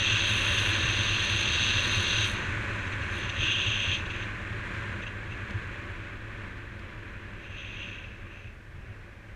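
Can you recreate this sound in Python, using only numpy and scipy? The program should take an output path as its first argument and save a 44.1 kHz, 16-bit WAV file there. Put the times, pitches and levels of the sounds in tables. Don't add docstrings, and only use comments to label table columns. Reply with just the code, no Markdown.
import sys
import numpy as np
from scipy import signal
from scipy.fft import rfft, irfft
from scipy.io import wavfile
from scipy.ndimage import uniform_filter1d

SR = 44100
rng = np.random.default_rng(int(sys.argv[2]) if len(sys.argv) > 2 else 0)


def file_out(sig):
    cols = np.atleast_2d(sig).T
    lim = np.clip(cols, -1, 1)
    pcm = np.round(lim * 32767).astype(np.int16)
    wavfile.write(sys.argv[1], SR, pcm)


N = 412335
TIME, FREQ = np.arange(N) / SR, np.arange(N // 2 + 1) * SR / N


def longboard(roll_db, speed_db):
    # f/Hz, width/Hz, level/dB
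    wheel_modes = [(763, 230, -18), (888, 53, -12), (1000, 62, -6), (1160, 198, -5), (1552, 233, -0.5),
                   (1732, 310, -1), (2150, 545, -5.5), (2485, 390, -7), (3240, 500, -16), (4000, 390, -22)]
    # f/Hz, level/dB
    tread_spectrum = [(3000, 3), (4400, 2), (5300, 6.5), (6300, 14), (7300, 13), (8400, 5.5), (9200, 5.5),
                      (10000, -1), (11000, -7), (13000, -20), (15000, -30)]
    # f/Hz, width/Hz, level/dB
    deck_modes = [(146, 51, -5), (199.4, 36.4, 1), (256, 63, -6), (335, 50, -1), (408, 90, -9),
                  (470, 78, -14.5), (536, 63, -9.5), (580, 37, -6.5)]
    road = grit(per_s=20000, spread_db=1.5) * undb(0.32 * walk(40))
    wheels = unit(ring(road, wheel_modes, skirt=2.52)) * undb(roll_db + 1.14)
    tread = colour(road, tread_spectrum) * undb(roll_db - 27 + 0.44 * speed_db)
    deck = unit(ring(road, deck_modes, skirt=1.8)) * undb(roll_db - 4.0 - 0.31 * speed_db)
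    return wheels + tread + deck + deck_drone(speed_db)


def rolling_level():
    # t/s, half length/s, level change/dB
    stretches = [(0.7, 0.24, 1.6), (1.3, 0.24, -0.5), (1.85, 0.15, 1), (4.4, 0.077, -0.5), (4.83, 0.19, 2),
                 (5.15, 0.12, -1), (5.644, 0.26, 1.2), (6.197, 0.08, -1), (6.42, 0.053, 1),
                 (6.7, 0.11, -1.5), (7.85, 0.13, 1.5), (8.6, 0.18, -3), (8.85, 0.05, 0.3),
                 (9.305, 0.027, 2)]
    full_speed_db, slows_at_s = -35.5, 2.095
    slowing_s = np.maximum(TIME - slows_at_s, 0)
    asphalt_db = sum(db * swell(s, half_s) for s, half_s, db in stretches)
    return full_speed_db - 1.93 * slowing_s - 0.112 * slowing_s ** 2 + asphalt_db


def grit(per_s, spread_db):
    hits = rng.random(N) < per_s / SR
    return unit(hits * noise() * undb(spread_db * noise()))


def deck_drone(speed_db):
    # f/Hz, width/Hz, level/dB
    bending_modes = [(105.7, 7.4, 1), (96.7, 12, -5), (87.4, 16, -4.5), (116.3, 22, -15.5)]
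    # t/s, level/dB
    throbs = [(0.15, -32), (0.35, -32.5), (0.52, -32), (0.68, -29), (0.86, -27.5), (0.99, -32.5),
              (1.15, -37), (1.35, -33), (1.6, -37.5), (1.77, -32.5), (1.96, -28.5), (2.2, -31),
              (2.55, -33.5), (3.03, -31.5), (3.43, -32), (3.7, -33.5), (3.9, -33.5), (4.52, -38),
              (4.91, -38), (5.31, -39), (5.55, -34.5), (5.94, -47), (6.7, -47), (7.69, -45), (8.25, -46.5),
              (8.46, -44), (8.77, -41), (8.9, -43)]
    drone = steady(ring(noise(), bending_modes, skirt=1.96), span_s=0.17)
    rolling_power = undb(-41.5 + 0.74 * speed_db) ** 2
    throb_power = sum((undb(db) * swell(s, half_s=0.031)) ** 2 for s, db in throbs)
    return drone * np.sqrt(rolling_power + throb_power)


def pebbles():
    # t/s, level/dB
    hits = [(5.509, -51), (6.795, -55)]
    # f/Hz, level/dB
    spectrum = [(1000, -20), (3000, 6), (5300, -5), (7000, -12), (11000, -20), (15000, -32)]
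    return sum(undb(db) * swell(s, half_s=0.003) for s, db in hits) * colour(noise(), spectrum)


def gap_whistle():
    # f/Hz, width/Hz, level/dB, growth/(dB per dB of force), share of the lift/(0-1)
    gap_modes = [(2414, 410, -14, -0.5, 0.23), (2614, 190, -5.5, -0.16, 0), (2768, 154, -4, 0.16, 0),
                 (3194, 180, -6, 0.3, 0), (3440, 280, -5.5, 0.3, 0.27), (3795, 144, -9.5, 0, 0.73),
                 (4183, 130, -16.5, -0.16, 0.96), (4510, 240, -25, 0, 0.8), (4850, 280, -28, 0, 0.7),
                 (5800, 470, -28, -0.1, 0.6), (6228, 346, -13, 0.06, 0.53), (7750, 720, -29.5, 0.5, 0.63),
                 (9260, 650, -38, 0.5, 0.7), (10250, 370, -40, 0.2, 0.7), (11700, 900, -51, 1, .4),
                 (12850, 650, -45, 0.5, 0.6)]
    # t/s, lift/dB
    edge_lift = [(0, -0.5), (0.7, 1), (1.3, 3), (2.2, 5), (2.45, -2), (3.2, -3), (3.5, -10), (3.95, -7.5),
                 (5.0, -15)]
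    blow = airflow()
    force_db = 20 * np.log10(blow / blow.max())
    lift_db = np.interp(TIME, *np.transpose(edge_lift))
    eddies = undb(0.58 * walk(49) + 1.3 * walk(500))
    whistle = 0
    for hz, width, db, growth, share in gap_modes:
        tone = unit(ring(noise(), [(hz, width, db)], skirt=3.1))
        whistle += tone * undb(db + growth * force_db + share * lift_db)
    return whistle * eddies * blow


def airflow():
    # start/s, end/s, level/dB, rise/(dB/s), sag while held/(dB/s), fall/(dB/s)
    gusts = [(0.0, 0.19, -33, 200, -8, 32), (0.0, 2.26, -31.5, 200, 0, 132),
             (2.36, 2.43, -43, 150, -16, 97), (2.73, 2.84, -51, 60, -7, 80),
             (3.16, 3.25, -39.5, 140, -3, 112), (3.43, 3.96, -28.5, 150, 5, 245),
             (4.14, 4.235, -41, 328, 35, 200), (7.63, 7.934, -43, 55, 2, 55),
             (8.34, 8.48, -53, 128, 18, 250), (8.87, 8.92, -63, 195, 0, 198)]
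    # t/s, half length/s, level/dB
    puffs = [(0.074, 0.018, -32), (0.588, 0.014, -30.5), (1.543, 0.035, -36), (1.66, 0.097, -35),
             (2.23, 0.036, -36), (2.873, 0.0067, -46), (2.933, 0.012, -43), (3.026, 0.014, -43.5),
             (3.299, 0.0058, -32.5), (3.834, 0.017, -34), (3.94, 0.015, -31.5), (4.063, 0.0098, -40.5),
             (4.109, 0.0098, -38), (4.23, 0.0088, -39), (5.03, 0.0099, -40.5), (5.075, 0.0076, -39.5),
             (5.325, 0.019, -46.5), (7.452, 0.031, -51), (7.592, 0.025, -44), (7.818, 0.03, -40.5)]
    power = sum((undb(db) * swell(s, half_s)) ** 2 for s, half_s, db in puffs)
    for start, end, db, rise, sag, fall in gusts:
        held_s = np.clip(TIME - start, 0, end - start)
        power += (undb(db - sag * held_s) * burst(start, end, rise, fall)) ** 2
    return np.sqrt(power)


def spitting():
    # start/s, end/s, level/dB, flutter depth/dB
    spits = [(0.29, 0.712, -53.5, 2.5), (0.75, 1.17, -62, 7), (1.2, 1.43, -59.5, 9.5), (1.5, 1.78, -69, 6),
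             (1.827, 2.04, -57, 9.5), (2.08, 2.24, -61.5, 10.5), (2.28, 2.315, -52.5, 5),
             (3.177, 3.183, -61, 8)]
    # f/Hz, level/dB
    spectrum = [(4000, -23), (7500, -3), (9100, 1.5), (10400, -5), (11200, -9), (12800, -11), (13600, -21),
                (15000, -23)]
    sizzle = colour(noise(), spectrum)
    flutter = np.tanh(walk(130))
    gains = np.array([undb(db) * burst(start, end, rise=160, fall=350) for start, end, db, _ in spits])
    depth_db = np.array(spits)[:, -1][gains.argmax(axis=0)]
    return steady(sizzle * undb(depth_db * flutter), span_s=0.07) * gains.max(axis=0)


def wind_rumble(speed_db):
    # f/Hz, level/dB
    spectrum = [(8, -4), (20, -9.5), (32, 7), (45, 2), (62, 3.5), (80, -8), (160, -16), (500, -54),
                (2000, -86)]
    rumble = steady(colour(noise(), spectrum), span_s=0.25)
    return rumble * undb(-44.5 + 0.37 * speed_db + walk(7.7))


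def hiss():
    # f/Hz, level/dB
    spectrum = [(100, 16), (750, 17.5), (1500, 7), (4000, 1.5), (6000, 0.5), (9000, -6), (12000, -10.5),
                (15000, -15)]
    return colour(noise(), spectrum) * undb(-62.0)


def undb(db):
    return 10 ** (np.asarray(db) / 20)


def unit(x):
    return x / np.sqrt(np.mean(x ** 2))


def noise():
    return rng.standard_normal(N)


def walk(hz):
    return unit(irfft(rfft(noise()) * np.exp(-(FREQ / hz) ** 2), N))


def steady(x, span_s):
    return x / np.sqrt(uniform_filter1d(x ** 2, int(span_s * SR)) + 1e-12)


def colour(x, spectrum):
    hz, db = np.transpose(spectrum)
    gain = undb(np.interp(np.log(FREQ + 1), np.log(hz), db))
    return unit(irfft(rfft(x) * gain, N))


def ring(x, modes, skirt):
    bend = 2 ** (1 / skirt) - 1
    power = 0
    for hz, width, db in modes:
        detune = (FREQ - hz ** 2 / (FREQ + 1)) / width
        power += undb(db) ** 2 * (1 + bend * detune ** 2) ** -skirt
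    return irfft(rfft(x) * np.sqrt(power), N)


def swell(s, half_s):
    return 1 / (1 + ((TIME - s) / half_s) ** 4)


def burst(start, end, rise, fall):
    down_db = rise * np.maximum(start - TIME, 0) + fall * np.maximum(TIME - end, 0)
    return undb(-np.minimum(down_db, 200))


def scene():
    roll_db = rolling_level()
    speed_db = roll_db - roll_db.mean()
    board = longboard(roll_db, speed_db) + pebbles()
    wind = gap_whistle() + spitting() + wind_rumble(speed_db)
    return (board + wind + hiss())[None]


def record(dry):
    top_hz = 15050
    return signal.sosfilt(signal.ellip(10, 0.2, 80, top_hz, fs=SR, output="sos"), dry)


dry = scene()
out = record(dry)
file_out(out)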